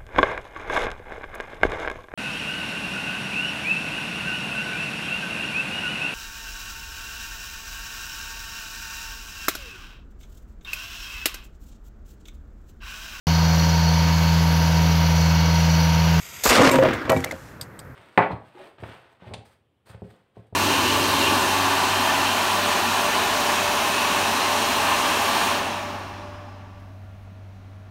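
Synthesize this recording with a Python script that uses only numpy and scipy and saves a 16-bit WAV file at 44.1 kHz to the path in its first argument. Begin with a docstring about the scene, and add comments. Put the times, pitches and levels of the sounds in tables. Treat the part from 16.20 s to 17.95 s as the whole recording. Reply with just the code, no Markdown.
"""A miniature black-powder cannon on a wooden picnic table outdoors, heard by one microphone nearby.
Over open air and low wind the fuse hisses and flares. At 0.23 s the touch hole spits and the charge
leaves as a quarter-second roar of gas that darkens, then echoes off the trees farther away.
From 0.4 s the recoil sets the boards droning and the cannon tumbles: wood knocks, barrel and iron
carriage ring, hard parts clack. A faint hiss lingers, a small piece bounces, and light debris ticks."""
import sys
import numpy as np
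from scipy import signal
from scipy.fft import rfft, irfft
from scipy.io import wavfile

SR = 44100
rng = np.random.default_rng(int(sys.argv[2]) if len(sys.argv) > 2 else 0)


def file_out(sig):
    """Save sig as 16-bit WAV at sys.argv[1]."""
    # one column per channel
    cols = np.atleast_2d(sig).T
    # limit, then scale
    lim = np.clip(cols, -1, 1)
    pcm = np.round(lim * 32767).astype(np.int16)
    wavfile.write(sys.argv[1], SR, pcm)


N = 77175
T = np.arange(N) / SR


def from_db(db):
    """Decibels to gain."""
    return 10 ** (np.asarray(db) / 20)


def unit_rms(x):
    """Scale to rms 1."""
    return x / np.sqrt(np.mean(x ** 2) + 1e-20)


def butter(x, hz, kind):
    """Second-order Butterworth filter."""
    return signal.sosfilt(signal.butter(2, hz, kind, fs=SR, output="sos"), x)


def in_time(rows):
    """One curve per column after t/s, its points joined by straight lines."""
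    times, *columns = np.transpose(rows)
    return [np.interp(T, times, column) for column in columns]


def drift(rate_hz):
    """Smooth random wander, rms about 1."""
    step, settle = 40, 2000
    r = np.exp(-2 * np.pi * rate_hz * step / SR)
    white = rng.standard_normal(N // step + settle + 2)
    slow = signal.lfilter([1], [1, -2 * r, r * r], white)[settle:]
    return np.interp(np.arange(N) / step, np.arange(len(slow)), unit_rms(slow))


def bands(spectrum):
    """Centres and third-octave noises of a spectrum; their sum has rms about 1."""
    edges = 22 * 2 ** (np.arange(30) / 3)
    centres = np.sqrt(edges[1:] * edges[:-1])
    hz, db = np.transpose(spectrum)
    octaves_below = np.maximum(np.log2(hz[0] / centres), 0)
    gains = from_db(np.interp(np.log(centres), np.log(hz), db) - 12 * octaves_below) * np.sqrt(centres)
    gains /= np.linalg.norm(gains)
    white = rng.standard_normal((2, N))
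    noises = [g * unit_rms(butter(white[k % 2], edges[k:k + 2], "band")) for k, g in enumerate(gains)]
    return centres, np.array(noises)


def noise(spectrum):
    """Steady noise, rms 1, from a spectrum of levels per hertz."""
    hz, db = np.transpose(spectrum)
    bins = np.maximum(np.arange(N // 2 + 1) * SR / N, 1)
    octaves_outside = np.abs(np.log2(bins / np.clip(bins, hz[0], hz[-1])))
    gain = from_db(np.interp(np.log(bins), np.log(hz), db) - 18 * octaves_outside)
    return unit_rms(irfft(rfft(rng.standard_normal(N)) * gain, N))


def narrow_noise(hz, width_hz):
    """Noise through one resonance, rms 1."""
    r, w = np.exp(-np.pi * width_hz / SR), 2 * np.pi * hz / SR
    return unit_rms(signal.lfilter([1, 0, -1], [1, -2 * r * np.cos(w), r * r], rng.standard_normal(N)))


def burst(start, attack, t60, hold=0):
    """Attack, hold and exponential release, all in seconds."""
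    decay = np.log(1000) * np.maximum(T - start - attack - hold, 0) / t60
    return np.clip((T - start) / attack, 0, 1) * np.exp(-np.minimum(decay, 40))


def ring(times, db, hz, t60):
    """One mode struck at the given times."""
    clicks = np.full(N, 1e-18)
    clicks[np.clip((times * SR).astype(int), 0, N - 1)] += from_db(db)
    r, w = np.exp(-np.log(1000) / (t60 * SR)), 2 * np.pi * hz / SR
    return signal.lfilter([0, np.sin(w)], [1, -2 * r * np.cos(w), r * r], clicks)


def struck(hits, modes):
    """A body whose modes all ring at every hit; softer hits lose the higher ones."""
    times, db, loss = np.transpose(hits)
    out = 0
    for k, (hz, level, t60) in enumerate(modes):
        mode_db = db + level - loss * np.log2(hz / modes[0][0]) + rng.normal(0, 1, len(times))
        out += (-1) ** k * ring(times, mode_db, hz, t60)
    return out


# Outdoor ambience and low wind, spectra: f/Hz, level/dB
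AIR_SPECTRUM = [(60, -6), (120, 3.5), (250, -6.5), (500, -8), (750, -13.5), (1600, -11), (2200, -21),
                (3000, -35), (6000, -39), (10000, -42), (13000, -35), (15500, -41)]
WIND_SPECTRUM = [(25, -39), (55, 10.5), (110, -1), (170, -5.5), (260, -45)]
# Rise of the ambience: t/s, level/dB
AIR_SWELL = [(0, -54.5), (.2, -49.5), (1.2, -45.5), (1.45, -44), (1.65, -42.5), (1.75, -45)]

def open_air(wind_db=-56):
    """The air all around the table slowly grows louder over a steady rumble of wind."""
    air = from_db(in_time(AIR_SWELL)[0]) * noise(AIR_SPECTRUM)
    return air + from_db(wind_db) * noise(WIND_SPECTRUM)


# Faint high hiss, spectrum: f/Hz, level/dB
SMOULDER_SPECTRUM = [(2500, -1.5), (4200, 0), (5000, 1), (7000, 2), (9800, -4.5), (13000, -3), (15500, -11)]
# Its rise and fall: t/s, level/dB
SMOULDER_FADE = [(.88, -68), (.93, -44.5), (1.1, -55), (1.28, -56.5), (1.38, -66), (1.5, -81)]

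def smoulder():
    """A faint hiss lingers after the shot."""
    return from_db(in_time(SMOULDER_FADE)[0]) * noise(SMOULDER_SPECTRUM)


# Echo from the trees, spectrum: f/Hz, level/dB
ECHO_SPECTRUM = [(40, -34), (85, 0), (135, -2.5), (200, -16.5), (270, 5), (400, -9), (480, -9),
                 (750, -11.5), (1500, -7), (2300, -13.5), (3900, -25.5), (5200, -30.5), (7000, -42),
                 (10000, -44), (15500, -44)]
# Its strength at the microphone: t/s, level/dB
ECHO_RETURN = [(.25, -46), (.4, -29), (.51, -28), (.555, -20.5), (.58, -29.5), (.615, -26), (.635, -22),
               (.68, -21.5), (.72, -25), (.78, -29.5), (.85, -32.5), (1.0, -37.5), (1.1, -40), (1.2, -47.5),
               (1.35, -51.5), (1.75, -66)]

def tree_echo(patchy_db=1.54, grain_db=2.5):
    """The roar comes back from the distant trees as an uneven wash of noise and dies away."""
    wash = sum(band * from_db(patchy_db * drift(14)) for band in bands(ECHO_SPECTRUM)[1])
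    return wash * from_db(in_time(ECHO_RETURN)[0] + grain_db * drift(180))


# Light debris lands: t/s, level/dB
DEBRIS_LANDINGS = [(1.4119, -24.5), (1.422, -42), (1.4307, -43), (1.5908, -34), (1.599, -49)]
# Spectrum of a tick: f/Hz, level/dB
TICK_SPECTRUM = [(1500, -18), (2800, -14), (3600, -6.5), (4200, -8), (4800, 3.5), (5900, -22),
                 (7000, -13.5), (8400, 0), (9700, -21), (11900, -10.5), (13700, -17), (15500, -21)]

def debris_ticks():
    """Debris lands in small dry ticks, each with a faint diffuse tail."""
    ticks = sum(from_db(db) * burst(t, attack=.0002, t60=.03) for t, db in DEBRIS_LANDINGS)
    tails = sum(from_db(db - 24) * burst(t, attack=.0002, t60=.14) for t, db in DEBRIS_LANDINGS)
    return ticks * noise(TICK_SPECTRUM) + tails * noise(SMOULDER_SPECTRUM)


# Hard parts collide: t/s, level/dB, tilt/(dB per octave), t60/s
HARD_CONTACTS = [(0.514, -23.5, 5, 0.035), (.542, -22, -1.5, 0.016), (.556, -15, -3, .03),
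                 (0.585, -23, -6, 0.015), (0.6239, -24, -6, 0.067), (0.6354, -21, -1.5, 0.01),
                 (0.734, -29, -0.5, 0.064), (.895, -19.5, -2.5, 0.063), (0.8992, -27, 10, 0.016),
                 (.9190, -31, 10.5, 0.014), (.964, -41.5, -11.5, 0.044), (.972, -33, 3, .04),
                 (1.0049, -30.5, 0.5, 0.019), (1.0449, -15, 3, 0.0091), (1.05, -32, -0.5, 0.025),
                 (1.1129, -22.5, 1.5, 0.011), (1.121, -28.5, -0.5, 0.016)]
# Spectrum of a clack: f/Hz, level/dB
CLACK_SPECTRUM = [(300, 10), (1000, 8), (2200, 2), (3500, 1.5), (5000, -2.5), (8000, -4.5), (10000, -14.5),
                  (13500, -8.5), (16000, -26)]

def clacks():
    """Short hard contacts, each a burst of noise with its own brightness."""
    hz, noises = bands(CLACK_SPECTRUM)
    octaves = np.log2(np.maximum(hz, 600) / 3500)
    out = 0
    for t, db, tilt, t60 in HARD_CONTACTS:
        tilted = from_db(tilt * octaves) @ noises
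        out += from_db(db) * burst(t, attack=.00039, t60=t60) * tilted
    return out


# Hits on barrel, iron carriage and a small piece: t/s, level/dB, treble loss/(dB per octave)
BARREL_HITS = [(.5135, -20, 2.5), (.9195, -27.5, 13), (.964, -26, 9), (1.0725, -32, 33)]
CARRIAGE_HITS = [(.586, -22.5, -0.5), (.8955, -17.5, 1.5), (.9195, -29, 0)]
PIECE_HITS = [(1.0415, -20, 2), (1.1108, -21, 12)]
# Their modes: f/Hz, level/dB, t60/s
BARREL_MODES = [(2295, 2, 0.083), (2760, -7, 0.033), (3752, -4, 0.041), (5360, -14, 0.08),
                (7480, -3, 0.083), (8590, -3, 0.15), (12100, -23, .17), (12500, -3.5, 0.073),
                (14840, -10, .07)]
CARRIAGE_MODES = [(1922, -10.5, 0.32), (1320, -4, 0.076), (2390, -4, 0.042), (2590, -7.5, 0.056),
                  (2994, -4.5, 0.047)]
PIECE_MODES = [(1785, -12, 0.059), (2085, 4, 0.025), (2280, -22, .04), (3490, 2.5, 0.0095)]

def metal_rings():
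    """The barrel is struck, the carriage lands and a small piece bounces; each rings in its own modes."""
    barrel = struck(BARREL_HITS, BARREL_MODES)
    carriage = struck(CARRIAGE_HITS, CARRIAGE_MODES)
    return barrel + carriage + struck(PIECE_HITS, PIECE_MODES)


# Resonances of the tabletop: centre t/s, half-length/s, f/Hz, width/Hz, level/dB
BOARD_DRONES = [(0.443, 0.023, 272, 22.8, -14.5), (0.403, 0.037, 520, 37.4, -15),
                (0.543, 0.033, 945, 28, -17.5), (0.549, 0.034, 528, 26.3, -16),
                (0.556, 0.047, 264, 12.4, -19.5), (.60, 0.063, 132, 10, -29.5)]

def board_drone():
    """The boards' resonances swell, waver and fade as the recoil skids the cannon back."""
    out = 0
    for t, half_length, hz, width_hz, db in BOARD_DRONES:
        phase = 2 * np.pi * np.cumsum(hz + width_hz / 2 * drift(25)) / SR
        swell = np.exp(-((T - t) / half_length) ** 2)
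        out += from_db(db + 2 * drift(30)) * swell * np.sin(phase)
    return out


# Impulses into the wood: t/s, level/dB, most excited f/Hz, spread/octaves
# They are knocks, except that the .603 s row only prolongs the ring of the knock at .586 s
WOOD_IMPULSES = [(0.4894, -10, 1110, 0.35), (0.509, -17.5, 524, 1.13), (.540, -15, 400, 0.92),
                 (.586, -6.5, 546, 0.13), (.603, -21, 523, 0.1), (.616, -22.5, 504, 0.65),
                 (.638, -9.5, 602, 0.17), (.654, -15, 610, 0.54), (.682, -14.5, 304, 0.32),
                 (.877, -29.5, 710, 1.3), (.896, -17, 497, 1.46), (.9085, -14, 750, 0.65),
                 (.916, -10.5, 602, 0.14), (.927, -10, 628, 0.21), (.945, -18.5, 242, 0.77),
                 (.964, -17.5, 202, 1.23), (1.056, -25.5, 610, 0.25), (1.127, -25, 546, 0.14),
                 (1.395, -42, 1020, 1.8), (1.415, -39, 129, 0.77), (1.689, -35.5, 126, 0.76)]
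# Modes of the wood: f/Hz, level/dB, t60/s
WOOD_MODES = [(86, -2.5, 0.33), (129.2, -0.5, 0.28), (166, -11, 0.28), (261.8, -2, 0.16),
              (266.7, -12, 0.14), (362, -4.5, .17), (473.7, -11, 0.45), (530.2, -2.5, 0.19),
              (630.4, -1, 0.089), (699, -15, 0.15), (790, -15.5, 0.42), (950, -13.5, 0.26),
              (1087, 2.5, 0.038), (1472, -14, 0.065)]

def wood_knocks(scatter_db=2, thud_db=-8.5):
    """Each impulse favours the wood's modes near its pitch and adds a dull thud."""
    times, db, pitch, spread = np.transpose(WOOD_IMPULSES)
    out = 0
    for k, (hz, level, t60) in enumerate(WOOD_MODES):
        off_pitch_db = 10 * np.log10(1 + (np.log2(hz / pitch) / spread) ** 4)
        mode_db = db + level - off_pitch_db + rng.normal(0, scatter_db, len(times))
        out += (-1) ** k * ring(times, mode_db, hz, t60)
    for t, level, hz, _ in WOOD_IMPULSES:
        thud = unit_rms(butter(narrow_noise(hz, width_hz=hz), 2 * hz, "low"))
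        out += from_db(level + thud_db) * burst(t, attack=.0017, t60=.05) * thud
    return butter(out, 85, "high")


# Burning fuse and spitting priming, spectra: f/Hz, level/dB
FUSE_SPECTRUM = [(240, -58), (400, -16), (595, -14), (761, -10), (821, -19), (942, -3), (1100, -11.5),
                 (1400, -5.5), (1760, -15), (1850, -5), (2220, -2), (2970, -8.5), (3850, -9.5), (4220, -20),
                 (4770, -7.5), (5650, -14.5), (6380, -6), (8280, -10), (9350, -25), (13100, -8.5),
                 (15500, -29)]
SPIT_SPECTRUM = [(250, -38), (550, -2), (1100, -14), (2200, -5), (3300, -8), (4400, -1), (5500, -8),
                 (7200, 2), (8500, -9.5), (9800, -14), (12500, -4.5), (15500, -13)]
# Spits from the touch hole: t/s, level/dB, hold/s
TOUCH_HOLE_SPITS = [(0.2353, -20, 0.0096), (0.2518, -20, 0.0037), (0.268, -23, 0.0094),
                    (0.297, -24.5, 0.012)]

def fuse(hiss_db=-41):
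    """The fuse hisses and flares, then the priming spits from the touch hole."""
    flare_db = np.interp(T, [.19, .234], [0, 2.5])
    burn_out = np.interp(T, [.566, .652], [1, 0])
    hiss = from_db(hiss_db + flare_db + 1.47 * drift(60)) * burn_out * noise(FUSE_SPECTRUM)
    spits = sum(from_db(db) * burst(t, attack=.0018, t60=.057, hold=hold)
                for t, db, hold in TOUCH_HOLE_SPITS)
    return hiss + spits * noise(SPIT_SPECTRUM)


# Gas jet from the muzzle: t/s, level/dB, tilt/(dB per octave)
JET_COURSE = [(.232, -40, 16), (.25, -29, 2), (.258, -17, -1.5), (.278, -14.5, 0.6), (.287, -25.5, 4.6),
              (.298, -19, 4.5), (.302, -17, 2.2), (.32, -14, 0.55), (.36, -13.5, 1.4), (.40, -12.5, -2.1),
              (.44, -14.5, -0.5), (.495, -13.5, -0.9), (.502, -33, 1), (.56, -38, 8)]
# Its spectrum before the tilt: f/Hz, level/dB
JET_SPECTRUM = [(35, -37), (60, -28), (98, -14.5), (167, -14.5), (266, -5), (413, -12), (486, -3.5),
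                (673, -7.5), (1150, -8.5), (2710, -15.5), (3190, -19.5), (5200, -22.5), (5710, -26),
                (6710, -25), (15500, -43.5)]

def muzzle_blast(sputter_db=2.5, patchy_db=1.5, pivot_hz=1296, body_hz=450):
    """A sputtering gas jet darkens and gains body; one slow pressure swing passes the microphone."""
    puff_s, puff_hz, puff_db, puff_width_s = .295, 55, -23, .019
    level, tilt = in_time(JET_COURSE)
    thin_db = np.interp(T, [puff_s, .347], [5, 0])  # the low end builds late
    jet = 0
    for hz, band in zip(*bands(JET_SPECTRUM)):
        colour_db = tilt * np.log2(hz / pivot_hz) - thin_db * np.clip(np.log2(body_hz / hz), 0, 1)
        jet += band * from_db(colour_db + patchy_db * drift(37))
    fade = np.interp(T, [.53, .558], [1, 0])
    jet *= from_db(level + sputter_db * drift(120)) * fade
    puff = -np.cos(2 * np.pi * puff_hz * (T - puff_s)) * np.exp(-((T - puff_s) / puff_width_s) ** 2)
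    return jet + from_db(puff_db) * puff


def scene():
    """Shot, tumble and open air meet at one microphone near the table."""
    ignition = np.interp(T, [.234, .254], [0, 1])
    roar = ignition * (muzzle_blast() + tree_echo())
    shot = fuse() + roar
    tumble = metal_rings() + board_drone() + wood_knocks() + clacks() + debris_ticks()
    return (shot + tumble + smoulder() + open_air())[None]


def record(dry, ceiling=.8, cutoff_hz=15600):
    """The microphone chain rounds the peaks and cuts the top treble steeply."""
    rounded = ceiling * np.tanh(dry / ceiling)
    return signal.sosfilt(signal.ellip(10, .2, 80, cutoff_hz, fs=SR, output="sos"), rounded)


dry = scene()
out = record(dry)
file_out(out)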